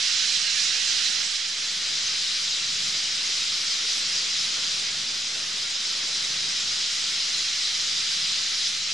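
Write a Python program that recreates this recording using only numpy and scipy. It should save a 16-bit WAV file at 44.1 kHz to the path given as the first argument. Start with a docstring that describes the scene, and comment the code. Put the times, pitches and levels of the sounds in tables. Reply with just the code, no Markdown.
"""Finches over a winter wood: at the start, a dense mass calls off to the right; thousands of chirps/s fuse to a hiss.
Harsh notes and chatter lie lower, over soft wing flutter (pulsed noise) and a low outdoor rumble (shaped noise).
From about 0.9 s thin calls, arched sine sweeps, stand out singly.
Around 1.5 s the mass gives way to a stream overhead; its thick passes at about 5 s, where wings and rumble peak.
"""
import sys
import numpy as np
from scipy import signal
from scipy.fft import rfft, irfft, next_fast_len
from scipy.io import wavfile
from scipy.ndimage import uniform_filter1d

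SR = 44100
rng = np.random.default_rng(int(sys.argv[2]) if len(sys.argv) > 2 else 0)


def store_wav(level_fs):
    """Save 16-bit WAV to argv[1]."""
    pcm = np.round(np.clip(np.atleast_2d(level_fs), -1, 1) * 32767)
    wavfile.write(sys.argv[1], SR, pcm.T.astype(np.int16))


N = 393813

# Calling flock, loudness: t/s, level/dB
FLOCK_LEVEL = [(0.0, -24), (0.36, -24.5), (0.45, -26), (0.56, -24), (0.79, -25), (1.05, -24.5), (1.3, -27),
               (1.52, -29), (1.82, -28), (1.97, -26.5), (2.5, -27), (3.0, -27), (4.2, -26.5), (4.6, -27),
               (5.05, -29), (5.5, -29.4), (6.2, -27.7), (6.75, -27), (8.1, -26.5), (8.68, -27), (8.82, -29),
               (8.93, -27.5)]
# Brief, mostly slight swells of the chorus around one pitch: t/s, centre f/Hz, length at half height/s, rise/dB
BAND_SWELLS = [(0.195, 4500, .03, 0), (0.358, 4800, .03, 2.5), (0.628, 5200, .08, 0.5),
               (0.906, 4800, 0.073, 1.5), (1.03, 5000, 0.061, 1), (1.96, 4800, 0.041, 1.5),
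               (3.32, 4800, 0.042, 1.5), (3.557, 3800, 0.044, 2), (3.72, 5100, .06, 3),
               (3.898, 4500, 0.041, 2.5), (4.16, 5400, 0.071, 1.5), (4.427, 4200, .05, 1),
               (4.636, 2200, 0.041, 2), (4.857, 2300, 0.061, 2.5), (5.893, 4800, .06, 1),
               (7.65, 4500, 0.065, 0.5), (8.31, 3600, .06, 2), (8.656, 4800, .06, 1.5)]
# Single birds close by: centre t/s, arch f/Hz, length/s, level/dB, slide from centre to end/share of f
NEAR_CALLS = [(0.89, 7500, .045, -34, -.1), (1.058, 7550, .04, -37, 0), (1.236, 7600, .035, -38, .03),
              (1.264, 7950, .04, -40, .03), (2.072, 6230, .03, -28.5, -.03), (2.451, 7600, .03, -37, 0),
              (2.492, 7680, 0.027, -39, -.04), (2.509, 6600, 0.044, -34, 0.0071),
              (2.848, 7370, .06, -34, -.09), (3.16, 8150, .04, -40, -.03), (3.264, 6600, .05, -33, .07),
              (3.913, 6230, .035, -33, .04), (3.989, 8150, .04, -41, -.05), (4.023, 7680, 0.043, -39, -.04),
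              (4.059, 7180, .03, -40, -.04), (5.578, 8480, .04, -46, 0), (5.68, 7130, 0.032, -40, -0.037),
              (5.866, 5500, 0.034, -32, 0), (6.513, 8300, .03, -43, -.03), (6.603, 7350, .04, -34, -.03),
              (7.343, 4200, 0.026, -26, 0), (7.39, 7050, 0.054, -36, -0.09), (8.0, 7430, 0.035, -38, 0),
              (8.327, 7200, .03, -37, -.03), (8.69, 9320, .05, -45, .02)]
# Spectrum of the chirps: f/Hz, relative density/dB per Hz
CHIRP_COLOUR = [(2000, -31.5), (2700, -11.5), (3100, -7), (3700, -2), (4900, -1), (5600, -3.5),
                (6300, -6.5), (7000, -9), (8000, -16.5), (9000, -22), (10000, -27), (11200, -32.5),
                (12000, -45.5), (12700, -74)]
# Spectrum of the harsh calls: f/Hz, relative density/dB per Hz
HARSH_COLOUR = [(350, -22.5), (700, -18), (1000, -16), (1150, -9), (1320, -4), (1650, -5), (2000, 1),
                (2350, 1.5), (2750, 0), (3300, 3.5), (4500, -30)]
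# Spectrum of the lower birds' chatter: f/Hz, relative density/dB per Hz
CHATTER_COLOUR = [(1000, -50), (1300, -17), (2000, -11), (2700, -7.5), (3000, -6.5), (4100, -1), (5000, 1),
                  (5700, -5.5), (6400, -12), (7000, -50)]
# Stereo width of the flock: f/Hz, side minus mid/dB
FLOCK_WIDTH = [(800, -1), (1300, -6.5), (2200, -7), (4000, -10.5), (6000, -12), (7500, -8), (9000, -2),
               (12000, -6.5)]
# Harsher, duller tone of the mass on the right: f/Hz, gain/dB
MASS_COLOUR = [(750, 1), (1050, -1), (1300, -1.5), (1600, 3), (2050, 0.5), (2300, 0), (2650, 1.5),
               (2880, 2), (3150, -0.5), (3850, -1), (4170, 0.8), (4500, -0.5), (4800, -1.5), (5300, 0),
               (6400, 0), (8500, 0.5), (11200, -3)]
# Spectrum of the wings: f/Hz, relative density/dB per Hz
WING_COLOUR = [(100, -17.5), (220, 1), (300, -0.5), (500, 0.5), (700, -3), (1000, -1), (1600, 2.5),
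               (4000, -26.5)]
# Spectrum of the rumble: f/Hz, relative density/dB per Hz
RUMBLE_COLOUR = [(20, -5), (45, -42), (65, -13.5), (100, -2), (140, 1), (190, 1.5), (250, -8), (340, -29),
                 (700, -37)]
# Brief swells and dips of the low sounds: centre t/s, length/s, change/dB
LOW_SWELLS = [(1.39, 0.24, -4), (1.984, 0.27, 1), (2.5, .2, -1.5), (2.973, .15, 0.5), (4.12, 0.35, 1.5),
              (4.592, 0.12, 2), (5.377, .1, 1.8), (7.6, .4, -1.2)]
# Resonances and dips of the microphone housing: f/Hz, width/Hz, gain/dB
HOUSING = [(4055, 136, 2), (4410, 276, -3.5)]
# Capsule balance, the right one brighter: f/Hz, left minus right/dB
CAPSULE_BALANCE = [(700, -0.5), (1200, 0.8), (2200, 0), (6500, 0), (8500, -2), (11000, -2)]

# Levels within the chorus; harsh calls follow a share of its rise and fall
CHIRPS_DB, FAINT_DB, CHATTER_DB, HARSH_DB, HARSH_FOLLOW = -0.66, -10.5, -7, -10, 0.69
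# Very slight random changes (standard deviation) of the whole chorus and of its bands
CHORUS_VARY_DB, CHORUS_VARY_HZ = -0.05, 24
BAND_VARY_DB, BAND_VARY_HZ = -0.13, 45
SWELL_OCTAVES = 0.45  # each way from the centre
# Mass to stream: middle and length of the crossfade; pans are left minus right
CHANGE_S, CHANGE_LENGTH_S, MASS_PAN_DB, STREAM_PAN_DB = 1.52, 0.57, -5, -0.2
# Thick of the stream: moment overhead, height, speed
OVERHEAD_S, HEIGHT_M, SPEED_M_S = 5.1, 31, 9.3
WINGS_DB, MASS_WINGS_DB = -49, -0.5  # straight above; change while the mass calls
RUMBLE_DB, RUMBLE_RISE_DB, RUMBLE_WAVER_DB = -58.5, 1.5, 1.8  # rise under the thick of the stream
LOW_PAN_DB = -1.1
TOP_HZ = 12100
OFFSET = -.0031  # converter, full scale 1, ahead of the top cut

TIME_S = np.arange(N) / SR
FREQS_HZ = np.fft.rfftfreq(N, 1 / SR)
FFT_SIZE = next_fast_len(N, True)
LEFT_RIGHT = np.array([[.5], [-.5]])


def undb(db):
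    """Decibels to amplitude gain."""
    return 10 ** (np.asarray(db) / 20)


def gains(points):
    """(f/Hz, dB) points, joined over log frequency, as a gain per FFT bin."""
    hz, db = np.transpose(points)
    return undb(np.interp(np.log(FREQS_HZ + 1), np.log(hz), db))


def panned(pair, pan_db):
    """Level panning; pan_db is the added left minus right."""
    return pair * undb(pan_db * LEFT_RIGHT)


def random_levels(rate_hz):
    """Random levels held 1 / rate_hz, smoothed twice over that time; standard deviation 1."""
    hold = int(SR / rate_hz)
    steps = np.repeat(rng.standard_normal(N // hold + 1), hold)
    slow = uniform_filter1d(uniform_filter1d(steps, hold), hold)[:N]
    return slow / np.std(slow)


def spread(pair, colour, side_gain):
    """Two unrelated sounds, whitened and coloured, become mid and side; the mid has unit RMS."""
    spectra = rfft(pair)
    power = uniform_filter1d(np.abs(spectra) ** 2, size=900)
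    spectra = spectra / np.sqrt(power + 1e-5 * power.mean()) * gains(colour)
    mid = irfft(spectra[0], N)
    side = irfft(spectra[1] * side_gain, N)
    return np.array([mid + side, mid - side]) / np.std(mid)


def chirp(hz, length_s, arch, slide, rasp=0., rasp_hz=298.0):
    """One syllable: pitch arches and slides; syrinx flutter modulates both level and pitch."""
    u = np.linspace(-1, 1, max(int(length_s * SR), 16))
    flutter = np.sin(np.pi * rasp_hz * length_s * u)
    pitch_hz = hz * (1 - arch * u ** 2 + slide * u) * (1 + 0.066 * rasp * flutter)
    envelope = np.cos(np.pi * u / 2) * (1 + rasp * flutter)
    return envelope * np.sin(2 * np.pi * np.cumsum(pitch_hz) / SR)


def crowd(sounds, scatter_db, count):
    """Each sound comes count times per channel, at random moments and levels, as if from scattered distances."""
    out = np.zeros((2, N + SR))
    for sound in sounds:
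        starts = rng.integers(0, N, (count, 2))
        sizes = undb(scatter_db * np.minimum(rng.standard_normal((count, 2)), 2))
        for start, size in zip(starts, sizes):
            for side in range(2):
                out[side, start[side]:start[side] + len(sound)] += size[side] * sound
    out[:, :SR] += out[:, N:]  # already under way at the start
    return out[:, :N]


def far_crowd(pair, far_db):
    """Near birds plus far ones: so many and so scattered that their phases are random."""
    spectra = rfft(pair)
    phases = np.exp(2j * np.pi * rng.random(spectra.shape))
    return pair + undb(far_db) * irfft(spectra * phases, N)


def chirps():
    """Quick flight calls of many pitches, dense enough to fuse into a seething hiss."""
    birds = rng.random(size=(400, 4))
    pitches_hz = np.geomspace(2000, 12400, len(birds))
    calls = [chirp(hz, 0.00807 + .03 * long, 0.1516 * arch, 0.2994 * (rise - .5), rasp=0.45 * rasp)
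             for hz, (long, arch, rise, rasp) in zip(pitches_hz, birds)]
    mass = far_crowd(crowd(calls, scatter_db=1.0, count=90), far_db=3.0)
    return spread(mass, CHIRP_COLOUR, gains(FLOCK_WIDTH))


def flicker(pair, flicker_db):
    """The treble flickers in overlapping bands, partly together, more the higher it goes."""
    spectra, shared = rfft(pair), random_levels(11)
    for hz in (7000, 8500, 10000, 11500):
        band = irfft(spectra * np.maximum(1 - np.abs(FREQS_HZ - hz) / 1500, 0), N)
        change_db = flicker_db * (hz / 10000) ** 2 * (0.3 * shared + random_levels(22))
        pair = pair + band * (undb(change_db) - 1)
    return pair


def faint_calls():
    """Whistles from further up, half sunk in the hiss; the air takes more off the high ones."""
    birds = rng.random(size=(130, 3))
    calls = []
    for high, long, rise in birds:
        call = chirp(3800 + 5600 * high, 0.0177 + 0.0286 * long, 0.117, 0.195 * (rise - .5),
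                     rasp=0.34, rasp_hz=116.0)
        calls.append(undb(-19 * high ** 2) * call)
    left, right = crowd(calls, scatter_db=6, count=1)
    return np.array([left + 0.65 * right, right + 0.84 * left])


def chatter():
    """Held and gliding notes of the lower birds, sparse enough to leave traces of their own pitch."""
    birds = rng.random(size=(500, 4))
    pitches_hz = np.linspace(1200, 6500, len(birds))
    calls = [chirp(hz, .025 + .04 * long, .07 * arch, .12 * (rise - .5), rasp=.4 * rasp, rasp_hz=170.)
             for hz, (long, arch, rise, rasp) in zip(pitches_hz, birds)]
    return spread(crowd(calls, scatter_db=2.5, count=7), CHATTER_COLOUR, gains(FLOCK_WIDTH))


def harsh_calls():
    """Lower notes with an upward slide and strong flutter, hence a rasp."""
    birds = rng.random(size=(180, 3))
    pitches_hz = np.linspace(600, 4500, len(birds))
    calls = [chirp(hz, 0.00976 + 0.02533 * long, 0.1494, 0.2492 * rise, rasp=0.84, rasp_hz=250 + 250 * fast)
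             for hz, (long, rise, fast) in zip(pitches_hz, birds)]
    mass = far_crowd(crowd(calls, scatter_db=2.0, count=90), far_db=5)
    return spread(mass, HARSH_COLOUR, gains(FLOCK_WIDTH))


def vary_bands(pair):
    """Bands a third of an octave apart vary in level, very slightly and at random."""
    spectra = rfft(pair, FFT_SIZE)
    octaves = np.log2(np.fft.rfftfreq(FFT_SIZE, 1 / SR) + 1)
    for hz in np.geomspace(1400, 7000, 8):
        weight = np.maximum(1 - 3 * np.abs(octaves - np.log2(hz)), 0)
        band = irfft(spectra * weight, FFT_SIZE)[:, :N]
        pair = pair + band * (undb(BAND_VARY_DB * random_levels(BAND_VARY_HZ)) - 1)
    return pair


def swell_bands(pair):
    """Brief, mostly slight swells of the chorus around one pitch."""
    out = pair.copy()
    for t_s, hz, length_s, rise_db in BAND_SWELLS:
        part = slice(int((t_s - length_s) * SR), int((t_s + length_s) * SR))
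        edges_hz = hz * 2 ** (SWELL_OCTAVES * np.array([-1, 1]))
        bandpass = signal.butter(1, edges_hz, "bandpass", fs=SR, output="sos")
        band = signal.sosfiltfilt(bandpass, pair[:, part])
        out[:, part] += (undb(rise_db) - 1) * np.hanning(band.shape[1]) * band
    return out


def chorus():
    """All flock calls under one loudness curve, with very slight random changes of level."""
    t_s, level_db = np.transpose(FLOCK_LEVEL)
    flock_db = np.interp(TIME_S, t_s, level_db)
    usual_db = np.median(flock_db)
    harsh_db = usual_db + HARSH_DB + HARSH_FOLLOW * (flock_db - usual_db)
    high = undb(CHIRPS_DB) * flicker(chirps(), flicker_db=1.5)
    high = high + undb(FAINT_DB) * faint_calls() + undb(CHATTER_DB) * chatter()
    voices = undb(flock_db) * high + undb(harsh_db) * harsh_calls()
    return undb(CHORUS_VARY_DB * random_levels(CHORUS_VARY_HZ)) * swell_bands(vary_bands(voices))


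def placed(voices, overhead):
    """Crossfade from the coloured mass on the right to the stream overhead."""
    mass = irfft(rfft(voices) * gains(MASS_COLOUR), N)
    return (1 - overhead) * panned(mass, MASS_PAN_DB) + overhead * panned(voices, STREAM_PAN_DB)


def wings():
    """Bursts of wingbeats, each stroke a soft puff of air (pulsed noise)."""
    t_s = TIME_S[:SR // 3]
    bursts = []
    for beat_hz in rng.uniform(14.9, 26.1, size=80):
        strokes = np.sin(np.pi * beat_hz * t_s) ** 4
        bursts.append(rng.standard_normal(len(t_s)) * np.hanning(len(t_s)) * strokes)
    return spread(crowd(bursts, scatter_db=5.0, count=20), WING_COLOUR, undb(-2.5))


def rumble():
    """Low noise of the open country, its level wavering at random."""
    noise = spread(rng.standard_normal((2, N)), RUMBLE_COLOUR, undb(-10.0))
    return undb(RUMBLE_WAVER_DB * random_levels(6.8)) * noise


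def wood(pair, t60_s, wet_db):
    """Trunks and twigs scatter a short diffuse tail, decaying noise, behind the close calls."""
    tail = rng.standard_normal((2, SR)) * np.exp(-np.log(1000) * TIME_S[:SR] / t60_s)
    tail /= np.sqrt(np.sum(tail ** 2, axis=1, keepdims=True))
    return pair + undb(wet_db) * signal.fftconvolve(pair, tail, axes=1)[:, :N]


def near_calls():
    """Thin arched whistles of single birds passing low, some rising, some falling, each at a random pan."""
    out = np.zeros((2, N + SR))
    places = rng.uniform(-1, 1, len(NEAR_CALLS))
    for (t_s, hz, length_s, level_db, slide), place in zip(NEAR_CALLS, places):
        call = chirp(hz, length_s, arch=.15, slide=slide, rasp=0.2, rasp_hz=109.0)
        start = int((t_s - length_s / 2) * SR)
        out[:, start:start + len(call)] += undb(level_db) * panned(call, 3 * place)
    return wood(out[:, :N], t60_s=.2, wet_db=-9)


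def scene():
    """Calls over wings and rumble; wing amplitude goes as 1 / distance to the thick of the stream."""
    nearness = HEIGHT_M / np.hypot(HEIGHT_M, SPEED_M_S * (TIME_S - OVERHEAD_S))
    overhead = np.clip(.5 + (TIME_S - CHANGE_S) / CHANGE_LENGTH_S, 0, 1)
    wing_noise = undb(WINGS_DB + MASS_WINGS_DB * (1 - overhead)) * nearness * wings()
    low = wing_noise + undb(RUMBLE_DB + RUMBLE_RISE_DB * nearness ** 2) * rumble()
    swell_db = sum(db * np.exp(-(2 * (TIME_S - t_s) / length_s) ** 2) for t_s, length_s, db in LOW_SWELLS)
    return placed(chorus(), overhead) + near_calls() + panned(undb(swell_db) * low, LOW_PAN_DB)


def record(dry):
    """Housing and capsules colour the sound; the converter adds an offset; the top is cut."""
    housing_db = sum(db * np.exp(-2 * ((FREQS_HZ - hz) / width_hz) ** 2) for hz, width_hz, db in HOUSING)
    capsules = gains(CAPSULE_BALANCE) ** LEFT_RIGHT
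    coloured = irfft(rfft(dry) * undb(housing_db) * capsules, N) + OFFSET
    top_cut = signal.ellip(8, .2, 70, TOP_HZ, fs=SR, output="sos")
    return signal.sosfilt(top_cut, coloured)


dry = scene()
out = record(dry)
store_wav(out)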